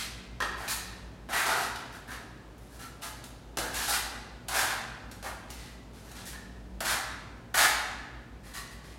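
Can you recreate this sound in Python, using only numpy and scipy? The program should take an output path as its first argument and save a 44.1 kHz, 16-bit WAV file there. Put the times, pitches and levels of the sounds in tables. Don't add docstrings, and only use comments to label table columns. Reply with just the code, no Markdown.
import sys
import numpy as np
from scipy import signal
from scipy.fft import rfft, irfft
from scipy.io import wavfile

SR = 44100
rng = np.random.default_rng(int(sys.argv[2]) if len(sys.argv) > 2 else 0)


def inscribe(sig):
    pcm = np.round(np.clip(np.atleast_2d(sig).T, -1, 1) * 32767)
    wavfile.write(sys.argv[1], SR, pcm.astype(np.int16))


N = 396018

# (frequency [Hz], relative level [dB])
BED_SPECTRUM = [(100, -42), (250, -22), (380, -14.5), (560, -12), (700, -3), (860, -1), (1000, -5),
                (1150, -3), (1500, -1.5), (1950, -4.5), (2400, -9.5), (4000, -16.5), (7000, -31),
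                (16000, -72)]


def amp(db):
    return 10 ** (np.asarray(db) / 20)


def unit_rms(x):
    return x / np.sqrt(np.mean(abs(x) ** 2) + 1e-20)


def at_hz(table, hz):
    table_hz, value = np.transpose(table)
    return np.interp(np.log(hz + 1), np.log(table_hz + 1), value)


def add(mix, start_s, sound):
    part = mix[max(round(start_s * SR), 0):][:len(sound)]
    part += sound[:len(part)]


def wander(count, hz):
    size = max(count, SR)
    lowpass = np.exp(-(np.fft.rfftfreq(size, 1 / SR) / hz) ** 2)
    return unit_rms(irfft(rfft(rng.standard_normal(size)) * lowpass, size))[:count]


def response(spectrum, size=2048):
    log_gain = np.log(amp(at_hz(spectrum, abs(np.fft.fftfreq(size, 1 / SR)))))
    h = np.fft.ifft(np.exp(np.conj(signal.hilbert(log_gain)))).real
    return h / np.linalg.norm(h)


def tilted(spectrum, db_per_oct, lo_hz, hi_hz):
    hz, db = np.transpose(spectrum)
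    return np.transpose([hz, db + db_per_oct * np.log2(np.clip(hz, lo_hz, hi_hz))])


def site(level_db=-51, swell_db=0.4):
    # (frequency [Hz], relative level [dB])
    wash_spectrum = [(20, -58.5), (26, -41), (33, -13), (43, -3.5), (62, -16), (70, -12), (80, -11),
                     (91, -1.5), (106, 2.5), (138, -4.5), (150, 2), (162, -21), (178, 2), (205, -9.5),
                     (240, 0), (330, -6.5), (500, -9.5), (800, -13), (1600, -22), (3000, -26.5),
                     (8000, -35), (16000, -45)]
    gain = amp(at_hz(wash_spectrum, np.fft.rfftfreq(N, 1 / SR)))
    wash = irfft(rfft(rng.standard_normal(N)) * gain, N)
    return unit_rms(wash) * amp(level_db + swell_db * wander(N, hz=0.24))


def hum(tones):
    t, out = np.arange(N) / SR, np.zeros(N)
    for hz, db, waver in tones:
        drift = wander(N // 8, hz=19.0) + 1j * wander(N // 8, hz=13.0)
        sway = np.interp(t, np.linspace(0, t[-1], len(drift)), drift)
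        carrier = np.exp(2j * np.pi * (hz * t + rng.random()))
        out += amp(db) * unit_rms(((1 + waver * sway) * carrier).real)
    return out


def engines(motor_hz=186.4, motor_waver=0.3, engine_share=0.12, usual_motor_db=-62):
    # (time [s], rms level [dB])
    motor_levels = [(0, -59), (1.2, -59.5), (2.2, -84), (4.3, -67), (4.8, -76), (5.2, -58.5), (6, -63),
                    (6.7, -53.5), (7.7, -71), (9, -61)]
    # (frequency [Hz], rms level [dB], waver [ratio])
    engine_tones = [(50, -57.5, 0.54), (57, -51, .3), (62, -58, 0.81)]
    # (frequency [Hz], rms level [dB], waver [ratio])
    drone_tones = [(98, -65.5, 0.46), (119.6, -63, 0.5), (123.6, -62.5, 1), (230, -62.5, 0.43),
                   (248, -81, 1)]
    motor_db = np.interp(np.arange(N) / SR, *np.transpose(motor_levels))
    engine = amp(engine_share * (motor_db - usual_motor_db)) * hum(engine_tones)
    motor = amp(motor_db) * hum([(motor_hz, 0, motor_waver)])
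    return engine + motor + hum(drone_tones)


def stairwell(x, direct_db=-5.0, early_db=-6.0, early_decay_s=0.05, tail_db=-6.0):
    # (frequency [Hz], t60 [s])
    reverb_times = [(150, 1.9), (600, 1.23), (1400, 1.25), (2700, 1.11), (4000, 1), (5500, 0.87),
                    (8000, 0.69), (11000, 0.57), (16000, 0.38)]
    count = 3 * SR // 2
    t = np.arange(count) / SR
    signs = rng.choice([-1., 1.], (2, count))
    reflections = signs * (rng.random((2, count)) < 3000 / SR) * (t > .003)
    early = reflections[0] * np.exp(-t / early_decay_s)
    late = reflections[1] * (1 - np.exp(-t / 0.0064))
    hz, frame_s, bands = signal.stft(late, SR, nperseg=256)
    decay = amp(-60 * frame_s / at_hz(reverb_times, hz)[:, None])
    tail = signal.istft(bands * decay, SR, nperseg=256)[1][:count]
    echoes = amp(early_db) * early / np.linalg.norm(early) + amp(tail_db) * tail / np.linalg.norm(tail)
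    return amp(direct_db) * x + signal.fftconvolve(x, echoes)[:len(x)]


def grains(count, per_s, spread_db):
    size = amp(spread_db * np.minimum(rng.exponential(1, SR // 2), 4))
    clicks = size * rng.choice([-1, 1], len(size)) * (rng.random(len(size)) < per_s / SR)
    return unit_rms(clicks[:count])


def sand(tilt_db_per_oct):
    # (frequency [Hz], relative level [dB])
    tick_spectrum = [(300, -19.5), (1500, -24.5), (2400, -2), (3100, -2.5), (4100, 1.5), (5200, -0.5),
                     (7500, -1), (11000, -2), (13000, -6), (15000, -13), (16500, -11)]
    return response(tilted(tick_spectrum, tilt_db_per_oct, lo_hz=2000, hi_hz=16000))


def blade(hz, load, size=2048, damping_db_per_s=3000.0):
    # (frequency / pitch [ratio], relative level [dB], t60 [s])
    modes = [(.585, -7, 0.021), (.93, -1, 0.035), (1.0, 2.5, 0.041), (1.06, -2, 0.048),
             (1.31, -28.5, 0.029), (2.36, -8.5, 0.017)]
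    t, ring = np.arange(size) / SR, np.zeros(size)
    for i, (ratio, db, t60_s) in enumerate(modes):
        decay_db_per_s = 60 / t60_s + damping_db_per_s * abs(load) * ratio ** 2
        ring += (-1) ** i * amp(db - t * decay_db_per_s) * np.sin(2 * np.pi * hz * ratio * t)
    return ring / np.linalg.norm(ring)


def squeak(length_s, hz, db, jitter=0.024):
    count = round(length_s * SR)
    cycles = np.cumsum(hz * (1 + jitter * wander(count, hz=200))) / SR
    chatter = np.sin(2 * np.pi * cycles) * amp(3.3 * wander(count, hz=150))
    return amp(db) * unit_rms(chatter) * signal.windows.tukey(count, .5)


def landing(parts, rise_s=0.00013, squash_s=0.0074):
    t = np.arange(SR // 20) / SR
    force = np.exp(-t / squash_s) - np.exp(-t / rise_s)
    force /= abs(force).max()
    return sum(amp(db) * signal.fftconvolve(force * grains(len(t), per_s=7000, spread_db=1.5), h)
               for db, h in parts)


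def tap(force_db, tilt_db_per_oct, bed_db=-8.5):
    return amp(force_db) * landing([(0, sand(tilt_db_per_oct)), (bed_db, response(BED_SPECTRUM))])


def slap(force_db, sand_db, hz, load, thud_db=-6.0, weight_db=9.0, ring_db=13.5, muffle_db=34.0):
    # (frequency [Hz], relative level [dB])
    thud_spectrum = [(50, -9), (150, 4.5), (280, 4), (450, 10), (680, 10.5), (1000, 2), (3000, -53),
                     (16000, -64)]
    dry_db_per_oct, wet_db_per_oct = -7, 6.5
    thud = (thud_db + weight_db * load, response(thud_spectrum))
    bed = (0, response(BED_SPECTRUM))
    tick = (sand_db, sand(dry_db_per_oct + wet_db_per_oct * load))
    ring = (ring_db - muffle_db * load, blade(hz, load=0.91))
    return amp(force_db) * landing([thud, bed, tick, ring])


def stroke(length_s, force_db, sand_db, tilt_db_per_oct, hz, load, ring_db=3.5, muffle_db=10.0):
    attack_share, release_share, usual_hz = 0.11, .5, 1680
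    t = np.arange(0, length_s, 1 / SR)
    pressure = np.minimum(np.minimum(t / attack_share, (length_s - t) / release_share) / length_s, 1)
    force = pressure * unit_rms(amp(1.34 * wander(len(t), hz=130)))
    coarse = force * grains(len(t), per_s=3000, spread_db=4.0)
    catches = force * grains(len(t), per_s=2500, spread_db=3.0)
    grain_share = amp(0.41 * min(force_db + sand_db + 29, 0))
    fine = force * grains(len(t), per_s=9000 * grain_share, spread_db=2.0)
    bed_db_per_oct = 16.4 * np.log2(hz / usual_hz)
    bed = response(tilted(BED_SPECTRUM, bed_db_per_oct, lo_hz=506, hi_hz=2480))
    scrape = signal.fftconvolve(coarse, bed)
    ring = signal.fftconvolve(catches, amp(ring_db - muffle_db * load) * blade(hz, load))
    hiss = signal.fftconvolve(fine, amp(sand_db) * sand(tilt_db_per_oct))
    return amp(force_db) * (scrape + ring + hiss)


def trowel(spot_count=3, lead_s=.25):
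    # (time [s], length [s], force [dB], sand re force [dB], sand tilt [dB/oct], blade pitch [Hz], load [-])
    strokes = [ (-.06, 0.13, -40.5, 5.5, -4, 2025, 0.92), (.56, 0.2, -41.5, -6.5, 0, 1560, 1.8),
               (.677, 0.077, -40, 9.5, 1, 1780, 0.52), (1.286, 0.15, -35, -6, -1, 1510, 1.1),
               (1.318, 0.17, -29.5, -4.5, .7, 1900, 0.65), (1.45, 0.12, -27.5, -5, -1.5, 1467, .65),
               (1.55, .15, -37.5, 0, -2, 1670, 1.1), (1.92, 0.065, -49.5, -1, -.5, 1750, 0.56),
               (2.073, 0.1, -44.5, -6, 1.5, 1670, 0.41), (2.114, 0.074, -45.5, -3, -4.5, 1830, 0.93),
               (2.6, 0.14, -67.5, 5, 2, 1700, 0.82), (2.7, 0.12, -61, 5.5, 2.5, 1700, 0.73),
               (2.785, 0.1, -48, 0, 0.5, 1900, 1.3), (3.012, 0.092, -42, 1.5, 1, 1720, 1.2),
               (3.571, 0.15, -41, -5, 4, 1590, 0.45), (3.722, 0.23, -39.5, 6, -1, 1670, 0.35),
               (3.878, 0.059, -31.5, 3.5, 1.5, 1400, .6), (3.92, 0.061, -31.5, 3.5, -0.5, 1920, 1),
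               (4.48, 0.11, -36, -2, -1, 1570, 0.62), (4.533, 0.14, -27, -2, 0.5, 1690, 1.2),
               (4.665, 0.083, -36, -2, -1.5, 1670, 0.6), (5.233, .08, -36.5, -7, 1, 1450, 2.1),
               (5.48, .3, -56.5, 5, -4, 1980, 0.49), (5.925, .14, -59, 3, -1, 1700, 1.3),
               (6.03, 0.19, -56.5, 1.5, -1.5, 1700, 1.1), (6.145, 0.12, -50.5, 3, -4, 1700, 1.5),
               (6.25, 0.062, -53, 12.5, 1, 1860, 0.21), (6.325, 0.019, -43, -3, -5.5, 1750, 0.56),
               (6.804, 0.037, -31.5, -9, 6, 1650, 2.6), (6.838, 0.14, -29, -1, 0, 1744, 1.24),
               (7.54, 0.043, -25, -3, 3, 1660, 1.5), (7.562, .13, -22, -1.5, 0, 1836, 1.6),
               (8.43, 0.15, -55.5, 2.5, 0, 1920, 0.63), (8.535, 0.077, -46.5, 7, -2, 1874, 0.14),
               (8.705, 0.049, -55.5, 3, -1, 1930, 0.34), (8.825, .17, -57.5, 1.5, -3, 1940, 1.1)]
    # (time [s], force [dB], sand re force [dB], blade pitch [Hz], load [-])
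    slaps = [ (.403, -30, 1, 1770, 0.11), (.421, -27.5, -1.5, 1366, 0.24), (1.288, -38, -11, 1600, 1),
             (2.117, -42, 0.5, 1760, 0.55), (3.571, -26.5, 1, 1630, 0.74), (3.585, -30, 4.5, 1640, 0.76),
             (4.484, -35, 8.5, 1650, 1), (5.227, -39.5, 2, 1800, 0.78), (6.345, -49.5, -14, 1800, 0.54),
             (6.805, -33, 5.5, 1530, 1), (7.542, -36, -3, 1620, 0.61)]
    # (time [s], force [dB], sand tilt [dB/oct])
    taps = [(.679, -30, -7.5), (1.758, -33.5, -5), (2.58, -52, 4), (3.021, -36, -10), (3.24, -39, 1),
            (5.113, -38.5, 0), (5.503, -35, 0.5), (6.115, -44, 1)]
    # (time [s], length [s], pitch [Hz], source level [dB])
    squeaks = [(2.792, 0.077, 1333, -49), (3.025, 0.042, 1700, -50), (6.33, 0.035, 1796, -46.5),
               (7.572, 0.088, 1690, -28), (8.555, 0.046, 1113, -45.5)]
    lead = round(lead_s * SR)
    spots = np.zeros((spot_count, lead + N))
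    for events, sound in [(strokes, stroke), (slaps, slap), (taps, tap), (squeaks, squeak)]:
        for i, (start_s, *settings) in enumerate(events):
            add(spots[i % spot_count], lead_s + start_s, sound(*settings))
    return sum(stairwell(spot) for spot in spots)[lead:]


def scene():
    mono = trowel() + engines() + site()
    return np.array([mono, mono])


def record(dry, cutoff_hz=15950):
    lowpass = signal.firwin(511, cutoff_hz, window=("kaiser", 9), fs=SR)
    return signal.oaconvolve(dry, lowpass[None], "same")


dry = scene()
out = record(dry)
inscribe(out)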